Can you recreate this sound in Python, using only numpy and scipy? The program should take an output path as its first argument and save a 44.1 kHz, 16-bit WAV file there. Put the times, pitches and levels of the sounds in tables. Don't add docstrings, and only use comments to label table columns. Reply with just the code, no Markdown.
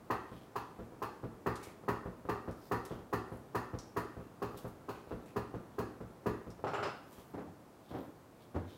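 import sys
import numpy as np
from scipy import signal
from scipy.fft import rfft, irfft, next_fast_len
from scipy.io import wavfile
from scipy.ndimage import uniform_filter1d

SR = 44100
rng = np.random.default_rng(int(sys.argv[2]) if len(sys.argv) > 2 else 0)


def dump(signal):
    limited = np.clip(np.atleast_2d(signal).T, -1, 1)
    pcm = np.round(limited * 32767).astype(np.int16)
    wavfile.write(sys.argv[1], SR, pcm)


N = 386757
SIZE = 32768
T = np.arange(SIZE) / SR
HZ = np.fft.rfftfreq(SIZE, 1 / SR)
TOP_HZ = 15830
PUMP_START_S, PUMP_END_S = 0.2, 6.5
# f/Hz, level/dB, time to fade by 60 dB/s
BASE_NOTES = [(50.2, -12.5, 0.39), (71.5, -8, 0.34), (101.4, -8, 0.24), (115.6, 0, 0.3), (178.4, -4, 0.29),
              (234.4, -6.5, 0.44), (271.2, -9.5, 0.33)]


def pedal_pushes(walls):
    # t/s, weight of the foot/dB, clank of the steel/dB, brightness/dB
    strokes = [(0.101, -31, -26.5, -1.5), (0.556, -35.5, -29.5, -1), (1.019, -35, -30.5, -1),
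               (1.461, -27.5, -29.5, -1), (1.880, -27.5, -28, 0), (2.288, -29.5, -29.5, -1),
               (2.713, -28, -29, 2), (3.127, -28.5, -28.5, 2.5), (3.547, -29.5, -29, 3),
               (3.964, -29.5, -29.5, 4), (4.419, -30.5, -33.5, 0), (4.885, -35, -36.5, -1),
               (5.360, -28.5, -32.5, 0), (5.783, -29, -35, 2), (6.259, -26.5, -32.5, 0)]
    # f/Hz, level/dB
    stop_tone = [(120, -44), (230, -4.5), (320, 2), (480, -1), (600, -5), (860, -6.5), (1250, -2),
                 (1500, -9.5), (1900, -14), (2250, -26.5), (3400, -34.5), (8000, -44), (15000, -36.5)]
    # f/Hz, width/Hz, boost/dB
    pump_rings = [(414, 84, 8), (487, 10, 1), (776, 21, 6.5), (970, 35, 5.5), (1063, 37, 2.5),
                  (1187, 17, 1), (1275.7, 15.6, -2), (1416, 18, -4), (2634, 550, 10), (4300, 460, 8.5),
                  (4930, 370, 7.5), (5700, 210, 6), (6370, 120, 7), (6820, 540, 7.5), (7800, 110, 5),
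                  (8470, 120, 6), (9820, 140, 8.5), (13400, 160, 5), (14950, 250, 1)]
    # f/Hz, boost/dB
    brighter = [(1900, 0), (2650, -.7), (5000, 0), (10000, .5), (15000, 0)]
    usual_db = -30
    out = np.zeros(N)
    for start, weight_db, clank_db, bright_db in strokes:
        weight, clank = weight_db - usual_db, clank_db - usual_db
        hardness = 0.49 * weight + 0.89 * clank
        landing = shape(contact(0.0066, chatter_db=-13), curve([(500, -5.5), (1300, -5), (3000, -16)]))
        seating = shape(contact(0.0088, chatter_db=-2), curve([(400, -21), (1000, 3)]))
        add(landing, 0.0035 * rng.uniform(0.756, 1.2), seating)
        edge_hz = 1773 + 29 * hardness
        body = colour(stop_tone, vary(pump_rings, scatter_db=0.5) + [(edge_hz, 220, 8)])
        body += bright_db * curve(brighter)
        bands = [(300, 710, weight_db - 8),
                 (730, 1230, clank_db - 8.5),
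                 (1510, 1766, -52 + hardness),
                 (2830, 5050, -57.7 + 0.51 * clank)]
        add(out, start, ring(in_room(landing, walls, echo_db=6), body, bands))
        add(out, start, boom(BASE_NOTES, -41.5 + 1.55 * weight, swell_cycles=1.36))
    return out


def pedal_returns(walls):
    # t/s, level/dB
    returns = [(0.316, -47), (0.789, -42), (1.233, -38.5), (2.055, -39), (2.476, -36.5), (2.908, -37),
               (3.318, -41), (3.734, -38), (4.168, -44.5), (4.645, -38.5), (5.109, -36), (5.541, -38),
               (6.005, -42), (6.465, -45)]
    # t/s, level/dB
    slack_knocks = [(0.923, -41), (1.671, -39), (1.837, -41.5), (2.253, -35.5), (2.993, -40.5),
                    (4.204, -40), (4.545, -36.5), (5.074, -43.5), (6.594, -42), (7.182, -43.5)]
    # f/Hz, level/dB
    knock_tone = [(120, 2), (230, -1), (330, 1.5), (480, 1.5), (800, -10.5), (1300, -11.5), (2100, -28),
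                  (4500, -39.5), (8000, -54), (15000, -49)]
    usual_db = -39.5
    out, body = np.zeros(N), colour(knock_tone)
    for start, db in returns:
        touch = contact(0.0049, chatter_db=1.5)
        add(touch, 0.006, amp(5) * contact(0.0036, chatter_db=-2))
        add(out, start, ring(in_room(touch, walls, echo_db=2.5), body, [(286, 2000, db - 6)]))
        add(out, start, boom(BASE_NOTES, -45 + 0.35 * (db - usual_db), swell_cycles=0.13))
    for start, db in slack_knocks:
        force = in_room(contact(0.0074, chatter_db=-0.5), walls, echo_db=0)
        add(out, start, ring(force, body, [(278, 2000, db - 13.5)]))
    return out


def pedal_rattle(walls):
    # t/s, low knock/dB, ring/dB, fade time/s, ring f/Hz
    bounces = [(6.640, -32, -56, 0.0037, 885), (6.669, -38.5, -53, 0.016, 5400),
               (6.735, -40, -48, .006, 7260), (6.750, -46, -51.5, 0.013, 7500),
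               (6.782, -39.5, -63, 0.012, 1350), (6.828, -37.5, -43.5, 0.0053, 5070),
               (6.857, -42, -52.5, 0.02, 5400)]
    # f/Hz, level/dB
    kick_tone = [(50, -26), (100, 3), (200, -6.5), (400, 3), (1400, -4), (2100, -10), (5000, -20),
                 (9000, -32.5), (15000, -46)]
    # f/Hz, width/Hz, boost/dB
    lever_rings = [(400, 72, 3.5), (600, 51, 2), (830, 120, 1.5), (1330, 200, 3.5), (2780, 620, 7),
                   (4260, 160, 1), (5450, 180, -2), (7360, 270, 6)]
    clank_db = -41.5
    out = np.zeros(N)
    for start, low_db, ring_db, fade_s, ring_hz in bounces:
        force = in_room(contact(fade_s, chatter_db=3.5), walls, echo_db=3.5, drift=2.2)
        body = colour(kick_tone, vary(lever_rings, scatter_db=3) + [(ring_hz, 500, 11)])
        bands = [(200, 760, low_db - 3), (724, 1460, clank_db), (2400, 8700, ring_db - 5.5)]
        add(out, start, ring(force, body, bands))
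    return out


def footsteps():
    # t/s, sole/dB, floor thud/dB, fade time/s
    touches = [(7.339, -43, -54.5, 0.0043), (7.376, -42.5, -60, 0.019), (7.459, -53.5, -59, 0.012),
               (7.907, -46, -52, 0.038), (7.94, -40.5, -53, 0.044), (8.545, -41, -45, 0.003),
               (8.555, -38, -39, 0.0069)]
    # f/Hz, level/dB
    shoe_tone = [(50, -33), (120, -2), (300, 1.5), (550, -6), (900, -6.5), (1500, -13), (2500, -25.5),
                 (6000, -41.5), (15000, -58)]
    # f/Hz, width/Hz, boost/dB
    heel_rings = [(298, 72, 2.5), (530, 44, 5.5), (770, 48, 4)]
    # f/Hz, level/dB, time to fade by 60 dB/s
    floor_notes = [(73, -10, 0.33), (86.7, -4.5, 0.33), (98, -11, 0.5), (160, -12, 0.26)]
    out, body = np.zeros(N), colour(shoe_tone, heel_rings)
    for start, sole_db, thud_db, fade_s in touches:
        force = in_room(contact(fade_s, chatter_db=3), echoes(), echo_db=9.5)
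        knock, scuff = (182, 810, sole_db - 1.5), (900, 3300, sole_db - 13.5)
        add(out, start, ring(force, body, [knock, scuff]))
        add(out, start, boom(floor_notes, thud_db, swell_cycles=0.45))
    return out


def upholstery_ticks():
    # t/s, level/dB, f/Hz, fade time/s, spread to each side/octaves
    snaps = [(1.556, -57, 4200, 0.005, 1.1), (1.629, -57, 4600, .014, 1.1), (2.511, -69, 5500, .003, .9),
             (2.851, -58, 5500, 0.0068, 1.1), (3.788, -55, 5600, 0.002, .3), (4.574, -58, 9000, .012, 1.3),
             (4.68, -69, 10500, .005, 1.1), (5.259, -74, 7500, .003, .5), (6.503, -66, 5400, 0.0017, .8)]
    out = np.zeros(N)
    for start, db, hz, fade_s, spread in snaps:
        ping_db = 18 * np.exp(-fade_s / 0.004)
        octaves = np.log2((HZ + 1) / hz)
        hump_db = 11 * np.minimum(octaves + spread, 0) - 20 * np.maximum(octaves - spread, 0)
        body = hump_db + ping_db / (1 + ((HZ - hz) / 400) ** 2)
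        slips = signal.fftconvolve(contact(fade_s, chatter_db=22), np.r_[1, amp(1.5) * echoes()])
        snap = shape(flatten(slips[:SIZE], smooth_hz=500), body)
        add(out, start, amp(db) * snap / strength(snap))
    return out


def cloth_rubs():
    # middle t/s, level/dB, half length/s, f/Hz
    rubs = [(0.33, -66, 0.08, 3300), (1.66, -60, 0.055, 2200), (2.63, -68, 0.073, 5000),
            (2.68, -68.5, 0.11, 14000), (2.935, -65.5, 0.057, 3300), (3.35, -70, 0.057, 11000),
            (4.581, -61.5, 0.016, 3700), (4.62, -68.5, .1, 13500), (4.95, -64.5, 0.07, 2490),
            (5.127, -68, 0.039, 2650), (5.284, -66, 0.035, 2440), (7.152, -63.5, .08, 960),
            (7.18, -69, 0.09, 3200), (7.22, -73, .13, 14500), (7.94, -66, 0.084, 3500),
            (8.0, -71, .1, 14000), (8.42, -68, 0.026, 3400), (8.714, -64, 0.055, 3600)]
    fidgets = [(np.interp(when, [0, 1], [PUMP_START_S, PUMP_END_S]), -76.5, 0.07,
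                2900 * 2 ** (1.2 * (pitch - 0.5))) for when, pitch in rng.random((10, 2))]
    out, middle = np.zeros(N), T[-1] / 2
    for peak_s, db, half_s, hz in rubs + fidgets:
        grains = rng.standard_normal(SIZE) * (rng.random(SIZE) < 0.02)
        swell = grains * np.exp(-((T - middle) / half_s) ** 2)
        blurred = signal.fftconvolve(swell, np.r_[1, 0.7 * echoes()])[:SIZE]
        body = colour([(hz / 6, -19), (hz / 2, -8), (hz, 0), (hz * 2, -14)], [(hz, hz / 4, 4)])
        sound = shape(blurred, body)
        add(out, max(peak_s - middle, 0), amp(db - 2) * sound / strength(sound[SIZE // 2:]))
    return out


def background():
    # f/Hz, level/dB
    room_tone = [(25, -5), (50, -10), (105, 0.5), (260, 0.5), (480, -3.5), (700, -6.5), (1050, -9.5),
                 (1600, -17.5), (2400, -26), (4000, -42.5)]
    # f/Hz, level/dB
    hiss_tone = [(500, -1), (2000, 0.5), (4000, -1.5), (8000, -4), (15000, -6)]
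    pumping = np.interp(np.arange(N) / SR, [PUMP_END_S, PUMP_END_S + 1], [1, 0])
    room = amp(-58.2 + 1.5 * pumping) * noise(room_tone + [(12000, -49)])
    return room + amp(-71.5) * noise(hiss_tone)


def contact(fade_s, chatter_db):
    slips = rng.standard_normal(SIZE) * (rng.random(SIZE) < 0.08) * np.exp(-T / fade_s)
    force = amp(chatter_db) * slips / np.linalg.norm(slips)
    force[0] += 1
    return force


def ring(force, body, bands):
    plain = shape(force, body)[:SR // 20]
    boosts = []
    for low, high, db in bands:
        band_pass = signal.butter(3, [low, min(high, TOP_HZ)], "band", fs=SR, output="sos")
        boost = db - 20 * np.log10(strength(signal.sosfilt(band_pass, plain)))
        inset = (high / low) ** 0.25
        boosts += [(low * inset, boost), (high / inset, boost)]
    return shape(force, body + curve(boosts))


def boom(notes, db, swell_cycles, scatter_db=0):
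    out = np.zeros(SIZE)
    for hz, level, fade_s in notes:
        swell = 1 - np.exp(-(T * hz / swell_cycles) ** 2)
        turns = hz * (1 + rng.normal(0, 0.018)) * T + rng.random()
        fade = amp(level + rng.normal(0, scatter_db) - 60 * T / fade_s)
        out += fade * swell * np.sin(2 * np.pi * turns)
    return amp(db - 4) * out / out[:SR // 10].std()


def vary(rings, scatter_db):
    return [(hz, width, db + rng.normal(0, scatter_db)) for hz, width, db in rings]


def echoes(early_db=5, early_s=0.011, gap_s=0.0034):
    # f/Hz, time to fade by 60 dB/s
    fade_times = [(100, 0.47), (500, 0.46), (1500, 0.54), (4000, 0.52), (10000, 0.35), (16000, 0.18)]
    hz, t, spectrum = signal.stft(rng.standard_normal(SIZE), SR, nperseg=256)
    fade = amp(-60 * t / curve(fade_times, hz)[:, None])
    tail = signal.istft(spectrum * fade, SR, nperseg=256)[1][:SIZE]
    tail *= 1 + amp(early_db) * np.exp(-T / early_s)
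    tail *= 1 - np.exp(-(T / gap_s) ** 2)
    return tail / np.linalg.norm(tail)


def in_room(force, walls, echo_db, drift=0.72):
    # f/Hz, level/dB
    shadow = [(1200, 0), (3000, -10), (8000, -10)]
    path = amp(echo_db) * (walls + drift * echoes()) / np.hypot(1, drift)
    path += shape([1.], colour(shadow))
    return flatten(signal.fftconvolve(force, path)[:SIZE])


def flatten(sound, smooth_hz=110):
    power = np.abs(rfft(sound)) ** 2
    for _ in range(2):
        power = uniform_filter1d(power, int(smooth_hz / HZ[1]))
    return shape(sound, -10 * np.log10(np.abs(power) + 1e-9))


def shape(sound, db):
    cepstrum = irfft(np.log(amp(db) + 1e-6))
    cepstrum[1:SIZE // 2] *= 2
    cepstrum[SIZE // 2 + 1:] = 0
    return irfft(rfft(sound, SIZE) * np.exp(rfft(cepstrum)))


def colour(tone, rings=()):
    return curve(tone) + sum(db / (1 + (2 * (HZ - hz) / width) ** 2) for hz, width, db in rings)


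def noise(tone):
    size = next_fast_len(N)
    gain = amp(curve(tone, np.fft.rfftfreq(size, 1 / SR)))
    sound = irfft(rfft(rng.standard_normal(size)) * gain, size)[:N]
    return sound / sound.std()


def curve(points, hz=HZ):
    freqs, values = np.transpose(points)
    return np.interp(np.log(hz + 1), np.log(freqs), values)


def amp(db):
    return 10 ** (np.asarray(db) / 20)


def strength(sound):
    return np.sqrt(np.mean(sound[:SR * 3 // 100] ** 2) + 1e-20)


def add(track, start_s, sound):
    part = track[round(start_s * SR):][:len(sound)]
    part += sound[:len(part)]


def scene():
    walls = echoes()
    pedal = pedal_pushes(walls) + pedal_returns(walls) + pedal_rattle(walls)
    return (pedal + footsteps() + upholstery_ticks() + cloth_rubs() + background())[None]


def record(dry):
    size = next_fast_len(N + SR // 2)
    hz = np.fft.rfftfreq(size, 1 / SR)
    thinned = signal.sosfilt(signal.butter(3, 42, "high", fs=SR, output="sos"), dry)
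    return irfft(rfft(thinned, size) * (hz < TOP_HZ), size)[:, :N]


dry = scene()
out = record(dry)
dump(out)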